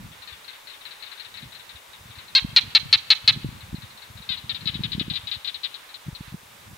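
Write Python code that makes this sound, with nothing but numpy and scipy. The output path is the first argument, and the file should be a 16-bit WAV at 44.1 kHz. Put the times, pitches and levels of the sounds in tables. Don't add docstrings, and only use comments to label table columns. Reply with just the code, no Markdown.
import sys
import numpy as np
from scipy import signal
from scipy.fft import rfft, irfft
from scipy.io import wavfile
from scipy.ndimage import uniform_filter1d, minimum_filter1d

SR = 44100
rng = np.random.default_rng(int(sys.argv[2]) if len(sys.argv) > 2 else 0)


def transcribe(u):
    v = np.clip(np.atleast_2d(u).T, -1, 1)
    q = np.round(v * 32767).astype(np.int16)
    wavfile.write(sys.argv[1], SR, q)


def elevation(decibels):
    levels = np.asarray(decibels, float)
    return 10 ** (levels / 20)


N = 298557


def shaped(x, points):
    hz, db = np.transpose(points)
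    f = np.maximum(np.fft.rfftfreq(x.shape[-1], 1 / SR), 1)
    gain = elevation(np.interp(np.log(f), np.log(hz), db))
    return irfft(rfft(x) * gain, x.shape[-1])


def level(x, db):
    return x * elevation(db) / np.sqrt(np.mean(x ** 2))


def walk(rate):
    hold = int(SR / rate)
    steps = np.repeat(rng.standard_normal(N // hold + 1), hold)
    return 1.5 * uniform_filter1d(uniform_filter1d(steps, hold), hold)[:N]


def add(out, start, x):
    stop = min(start + x.shape[-1], N)
    out[..., start:stop] += x[..., :stop - start]


# f/Hz, level/dB [per Hz]
PLAIN_COLOUR = [(88, -15.5), (150, -33), (264, -13.5), (555, -5.5), (730, -7), (871, -2.5), (1040, -3),
                (1390, -5.5), (1530, -5), (2600, -7.5), (3100, -10), (3620, -6.5), (4240, -12),
                (13200, -17), (16000, -19)]
# f/Hz, likeness [-1 to 1]
LIKENESS = [(200, 0.86), (400, 0.38), (700, -0.046), (1300, 0.063), (3000, 0.34), (7000, 0.44),
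            (15000, 0.53)]
# t/s, level/dB
CHORUS_SWELL = [(0, 1), (1, 1), (2, 0.5), (2.6, 3), (3.5, 2), (4.2, 1), (5, 3), (5.8, 1.5), (6.3, 1),
                (6.77, 0.5)]


def plain():
    mid, side = rng.standard_normal((2, N))
    like = [(hz, np.clip(c, -.95, .95)) for hz, c in LIKENESS]
    mid = shaped(mid, [(hz, 10 * np.log10(1 + c)) for hz, c in like])
    side = shaped(side, [(hz, 10 * np.log10(1 - c)) for hz, c in like])
    both = level(shaped(np.array([mid + side, mid - side]), PLAIN_COLOUR), -49)
    chorus = shaped(both, [(500, -56), (800, -5.0), (4500, 3.0), (5500, -50)])
    swell_db = np.interp(np.arange(N) / SR, *np.transpose(CHORUS_SWELL))
    flicker = elevation(1.4 * np.array([walk(22), walk(16)]) + swell_db)
    hiss = both - chorus
    return (hiss + flicker * chorus) * elevation(np.array([[0.1], [.4]]))


# centre t/s, peak level/dB, pitch f/Hz, length [cycles]
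THUMPS = [(0.049, -31.5, 124, 1.2), (1.433, -34, 142, 1.4), (2.449, -13, 191, 0.76), (2.532, -29.5, 136, 1),
          (2.86, -31, 149, 2.1), (3.29, -28.5, 145, 1.4), (3.316, -29.5, 127, 2.1), (3.364, -23, 153, 0.61),
          (3.374, -25.5, 160, 0.98), (3.447, -12.5, 158, 0.35), (3.456, -25, 140, 3.6),
          (3.49, -21.5, 144, 0.55), (3.731, -21.5, 124, 0.48), (3.746, -18.5, 172, 0.94),
          (4.204, -32, 143, 0.77), (4.305, -26, 142, 0.59), (4.662, -22.5, 155, 0.92),
          (4.756, -22.5, 156, 1.1), (4.795, -21, 135, 0.41), (4.806, -18.5, 156, 1.04),
          (4.931, -30, 153, 0.53), (4.952, -17, 175, 0.61), (4.982, -17.5, 189, 1.1),
          (5.013, -14, 181, 0.44), (5.082, -23, 190, 0.84), (5.113, -22, 151, 0.97),
          (6.086, -20.5, 152, 1.4), (6.209, -23.5, 136, 0.63), (6.325, -31, 137, 1.3),
          (6.345, -23, 179, 1.44)]
# centre t/s, peak level/dB
NUDGES = [(0.087, -49), (0.329, -44.5), (1.459, -35.5), (1.754, -43), (2.013, -42), (2.06, -39),
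          (2.105, -39.5), (2.18, -36.5), (2.427, -33.5), (2.49, -33), (2.679, -35), (2.832, -29.5),
          (2.892, -38), (2.96, -33.5), (3.246, -34.5), (3.638, -34.5), (3.785, -32), (3.839, -33),
          (4.105, -36.5), (4.158, -36.5), (4.444, -31.5), (4.699, -27.5), (4.737, -30), (4.853, -25),
          (5.238, -36.5), (5.371, -36), (6.068, -31.5), (6.13, -31.5), (6.281, -31), (6.734, -32.5)]
# t/s, level/dB
GUST = [(0, -48.5), (.17, -69), (.55, -79), (1.15, -81), (1.45, -64.5), (1.8, -80.5), (2.1, -62),
        (2.33, -68), (2.55, -57), (2.95, -62.5), (3.12, -72), (3.4, -50.5), (4.05, -70), (4.95, -47),
        (5.18, -60), (5.85, -83), (6.1, -75), (6.77, -62)]


def eddies():
    per_s = 9
    chance = rng.random((int(per_s * N / SR), 2)).T
    s = .05 + (np.arange(chance.shape[1]) + chance[0]) / per_s
    db = np.interp(s, *np.transpose(GUST)) + 17 + 4.3 * (chance[1] - .5)
    small = np.concatenate([NUDGES, np.transpose([s, db])])
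    spread = rng.standard_normal((len(small), 2)).T
    hz = np.maximum(217.6 + 3 * small[:, 1], 100) * (1 + .08 * spread[0])
    cycles = 1.22 * np.exp(.25 * spread[1])
    return THUMPS + list(zip(*small.T, hz, cycles))


# f/Hz, level/dB [per Hz]
GUST_COLOUR = [(13, -48), (22, -18), (102, 0), (183, -2), (231, -6), (365, -20), (407, -26), (449, -27),
               (600, -36), (780, -66), (1320, -120)]


def wind():
    out = np.zeros((2, N))
    thumps = eddies()
    chance = rng.standard_normal((len(thumps), 3))
    for (s, db, hz, cycles), (turn, lag, pan) in zip(thumps, chance):
        side_delay_s = np.array([[0], [.0002 + .0006 * lag]])
        t = np.arange(-2000, 2000) / SR - side_delay_s
        u = t * hz / cycles
        bell = np.where(u < 0, np.exp(-(2.63 * u) ** 2), 1 / np.cosh(2.17 * u))
        phase = 2 * np.pi * hz * t * (1 - 6 * t) + .5 + 1.34 * turn
        swing = np.sin(phase) + 0.25 * np.cos(2 * phase + 0.1) * bell
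        side_db = db + .6 * pan * np.array([[1], [-1]])
        add(out, int(s * SR) - 2000, elevation(side_db) * bell * swing)
    out = shaped(out, [(15, -42), (50, 4), (90, -1), (300, -1.15), (600, -14.5)])
    s, db = np.transpose(GUST)
    mid, side = rng.standard_normal((2, N))
    side = shaped(side, [(25, -20), (100, -9.0), (400, -6.5)])
    lumps = elevation(3.0 * walk(40))
    rumble = shaped(lumps * np.array([mid + side, mid - side]), GUST_COLOUR)
    return out + level(rumble, 0) * elevation(np.interp(np.arange(N) / SR, s, db) + 8.0)


def scatter(t60, start_s, size):
    t = np.arange(size) / SR
    h = rng.standard_normal((2, size)) * elevation(-60 * t / t60) * np.clip(t / start_s, 0, 1)
    return h / np.sqrt(np.sum(h ** 2, axis=1, keepdims=True))


def flutter(x, depth_s):
    n = np.arange(N)
    return np.array([np.interp(n + depth_s * SR * walk(300), n, side) for side in x])


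def bark_length(base_s, index, opens):
    return base_s * (1 + opens * .38 * np.exp(-1.4 * index ** 2))


def bark(start, rate, snaps, first, last, ring_hz, ring_s, fade_db, snap_fade_db, sag, jitter, tiring):
    count = int(round(snaps))
    k = np.arange(count)
    chance = rng.standard_normal((32, 3))[:count].T
    slow_start = first * np.exp(-k * (13 / count) ** 3)
    slow_end = last * np.exp((k - count + 2) / 1.4)
    gap = (1 + slow_start + slow_end + jitter * chance[0]) / rate
    gap *= 1 + tiring * ((k / count) ** 3 - .12)
    gap[-1] = .006
    onset = (start * SR % 1 / SR + np.cumsum(gap) - gap)[:, None]
    clock = np.arange(int(SR * (onset[-1, 0] + gap[-1])))[None] / SR
    t = np.maximum(clock - onset, 0)
    late = (k / (count - 1))[:, None]
    closing = np.exp((k - count + 1) / 1.8)[:, None]
    choke = np.clip((gap[:, None] + .0002 - t) / .0005, 0, 1)
    hz = ring_hz * (1 - sag * late - .07 * closing + .011 * chance[1][:, None])
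    lasting = np.exp(-t / (ring_s * np.exp(-0.81 * late - closing)))
    decay = .53 * lasting + (1 - .53) * np.exp(-t / .0006)
    scatter_db = .8 * chance[2][:, None]
    rise = 1 - np.exp(-(t / (0.000089 * (1 + 2.7 * late))) ** 2)
    ring = elevation(fade_db * late ** 1.82 - 1.2 * closing + scatter_db) * rise * decay * choke
    since = t - 1.25 / hz
    cycle = np.exp(-(since / 0.00015) ** 2) * np.cos(2 * np.pi * 2500 * since + 1.02)
    snap = elevation(snap_fade_db * late ** 2 + scatter_db) * cycle
    snap += elevation(-9 - 9.7 * late) * np.exp(-((since + .0001) / .000018) ** 2)
    mouth = np.sum(ring * np.sin(2 * np.pi * hz * t), axis=0)
    return -np.array([mouth, np.sum((t > 0) * snap, axis=0)])


def chorus_calls(geckos, base_s):
    calls = []
    for barks, hz, pan_db, opens, grows in geckos:
        for k, (s, db, rate) in enumerate(barks):
            snaps = rate * bark_length(base_s, k, opens)
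            ring_hz = hz * (1 + .012 * rng.standard_normal())
            calls.append((s, db, rate, snaps, ring_hz, grows * k, pan_db))
    return calls


def distant(calls, loud_snap_db, snap_slope, jitter, wet_db):
    left, right = np.zeros((2, N))
    for s, db, rate, snaps, ring_hz, first, pan_db in calls:
        s -= .0003
        snap_db = loud_snap_db + snap_slope * (db + 15)
        last = .018 * snaps + .18
        ring, snap = bark(s, rate, snaps, first, last, 1.01 * ring_hz, ring_s=0.0042, fade_db=-5.5,
                          snap_fade_db=-8, sag=.08, jitter=jitter, tiring=.12)
        add(left, int(s * SR), elevation(db) * (ring + elevation(snap_db) * snap))
        add(right, int(s * SR), elevation(db - pan_db) * (ring + elevation(snap_db - 4) * snap))
    near_left, near_right = scatter(.012, .0002, size=SR // 40)
    left = left + elevation(-16) * signal.fftconvolve(left, near_left)[:N]
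    right = .6 * np.roll(right, 3) + .8 * signal.fftconvolve(right, near_right)[:N]
    grass = signal.fftconvolve(left[None], scatter(0.61, 0.0027, size=SR // 3))[:, :N]
    grass = shaped(flutter(grass, 6e-5), [(1500, 4), (3000, 4.5), (4100, -3.5), (5500, 9)])
    heard = np.array([left, right]) + elevation(wet_db + np.array([[0], [-6]])) * grass
    return shaped(heard, [(700, -11), (1200, 4.0), (2000, 5.5), (2900, 2.5), (3600, 0.5), (4400, 1.0),
                          (5200, -6.5), (8000, -31)])


# t/s, peak level/dB, snap rate f/Hz
FAINT_A = [(0.2748, -30, 610), (0.4806, -28, 530), (0.6714, -30, 510), (0.853, -26, 440),
           (1.025, -26.5, 450), (1.1977, -26.5, 468), (1.3723, -27, 380), (1.5486, -30.5, 460)]
FAINT_B = [(0.1184, -36, 380), (0.3255, -31.5, 390), (0.5318, -35.5, 358), (0.7348, -33.5, 358)]
FAINT_C = [(0.2214, -31, 460), (0.4447, -35.5, 350), (0.6997, -28.5, 280), (0.9099, -28.5, 280),
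           (1.1166, -27, 280)]
FAINT_D = [(0.8113, -34.5, 340), (1.0636, -30, 360), (1.2482, -29, 333), (1.4224, -31, 360),
           (1.5966, -33.5, 400), (1.758, -32, 320), (1.934, -33, 320), (2.1073, -35, 300)]
FAINT_E = [(1.001, -36, 340), (1.1768, -32, 330), (1.342, -27.5, 320), (1.5216, -30.5, 270),
           (1.6935, -30, 400)]
FAINT_F = [(3.6067, -34.5, 420), (3.8213, -32.5, 380), (4.0203, -33.5, 544), (4.222, -33, 340)]
FAINT_G = [(3.7523, -34, 410), (3.975, -36, 491), (4.1733, -33, 390)]
STRAY = [(2.1537, -37.5, 450), (2.185, -31.5, 520), (2.2818, -34, 370), (3.904, -38, 341),
         (4.6084, -31, 450), (4.72, -35, 340), (5.8917, -35, 450)]
# barks, mouth ring f/Hz, left minus right level/dB, share of a long opening bark [0 to 1],
# growth of the first gap [share per bark]
FAINT_GECKOS = [(FAINT_A, 4160, 28, 1, 0.0295), (FAINT_B, 3610, 10, 0, 0.034),
                (FAINT_C, 4080, 19, 0, 0.028), (FAINT_D, 3790, 14, 0, 0.019), (FAINT_E, 3890, 28, 0, 0.032),
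                (FAINT_F, 4000, 17, 0, 0.032), (FAINT_G, 4050, 14, 0.86, 0.041),
                (STRAY, 4060, 12, 0, 0.015)]


def faint_geckos():
    return distant(chorus_calls(FAINT_GECKOS, .031), -3, .05, jitter=0.033, wet_db=-7)


# t/s, peak level/dB, snap
# rate f/Hz
LEFT_A = [(4.2908, -15.4, 523), (4.4949, -15, 463), (4.6735, -12.1, 433), (4.8363, -14.5, 425),
          (4.9968, -14.2, 427), (5.1566, -14.7, 409), (5.3149, -15.2, 412), (5.4751, -15.5, 399),
          (5.6419, -14.7, 399)]
LEFT_B = [(4.32, -17.5, 490), (4.5472, -20.1, 466), (4.7438, -19.8, 426), (4.9268, -19, 428),
          (5.1008, -17, 411), (5.2722, -18.9, 425), (5.4467, -18.9, 411), (5.6343, -19, 384)]
LEFT_C = [(4.3727, -27, 476), (4.6572, -20.6, 433), (4.9191, -17, 394), (5.1369, -19.5, 396),
          (5.3424, -21.3, 378), (5.5445, -20.9, 364), (5.7425, -23.2, 348), (5.9426, -25.5, 343),
          (6.1504, -25.9, 340)]
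# barks, mouth ring f/Hz, left minus right level/dB, share of a long opening bark [0 to 1],
# growth of the first gap [share per bark]
LEFT_GECKOS = [(LEFT_A, 3880, 15, 1, .042), (LEFT_B, 3960, 15, .8, .022), (LEFT_C, 4070, 15, 0, .01)]


def left_geckos():
    return elevation(1.0) * distant(chorus_calls(LEFT_GECKOS, .0295), -10.5, .35, jitter=.016, wet_db=-15)


# t/s, peak level/dB, snap rate f/Hz, extra first gap [share], extra last gap [share]
NEAR = [
    (2.351, -2.5, 546, 0.07, 1.45),
    (2.563, 0.5, 472, -0.08, 0.59),
    (2.7501, 0, 460, 0.07, 0.48),
    (2.9282, 0, 447, 0.13, 0.48),
    (3.1038, 0, 442, 0.16, 0.67),
    (3.2775, 0.5, 439, 0.2, 0.65),
]
# delay t/s, left level/dB, right level/dB, smear t/s
ECHOES = [
    (0.047, -31, -21.5, 0.002),
    (0.014, -42, -19, 0.0072),
    (0.13, -54, -54, 0.0024),
    (0.14, -35, -43, 0.008),
]


def near_gecko():
    dry = np.zeros(N)
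    for k, (s, db, rate, first, last) in enumerate(NEAR):
        s -= .0002
        snaps = rate * bark_length(.029, k, 1.08)
        ring, snap = bark(s, rate, snaps, first, last, 4240, ring_s=0.0068, fade_db=-6,
                          snap_fade_db=-5, sag=.04, jitter=.01, tiring=0.018)
        add(dry, int(s * SR), elevation(db - 0.95) * (ring + elevation(-4.5) * snap))
    dry = shaped(dry, [(500, -34), (800, -8.0), (1500, -4.0), (2300, 1.5), (3200, -0.5), (4600, 0.5),
                       (5300, -4.5), (6500, -4), (9500, -5.5), (16000, -5)])
    answer = elevation(-24.0) * scatter(0.82, 0.0035, size=SR // 2)
    for delay, left_db, right_db, smear in ECHOES:
        echo = scatter(smear * 4, .0001, size=SR // 20)
        add(answer, int(delay * SR), elevation(np.array([[left_db], [right_db]])) * echo)
    wet = signal.fftconvolve(dry[None], answer)[:, :N]
    wet = shaped(wet, [(800, 11.0), (2200, 6.0), (3200, 5), (4200, -2.0), (6000, 8.5)])
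    return elevation(np.array([[1.0], [-1.6]])) * dry + flutter(wet, .00003)


def scene():
    return plain() + wind() + faint_geckos() + left_geckos() + near_gecko()


def roll_off(x):
    return signal.sosfilt(signal.butter(12, 16300, fs=SR, output="sos"), x)


def record(dry):
    dull = shaped(dry, [(15700, 0), (16100, -22)])
    room_left = np.minimum(1, 1.04 / (np.abs(dull) + 1e-9))
    gain = uniform_filter1d(minimum_filter1d(room_left, size=41), size=41)
    mix = np.clip(gain * dull, -1, 1)
    return roll_off(mix)


dry = scene()
out = record(dry)
transcribe(out)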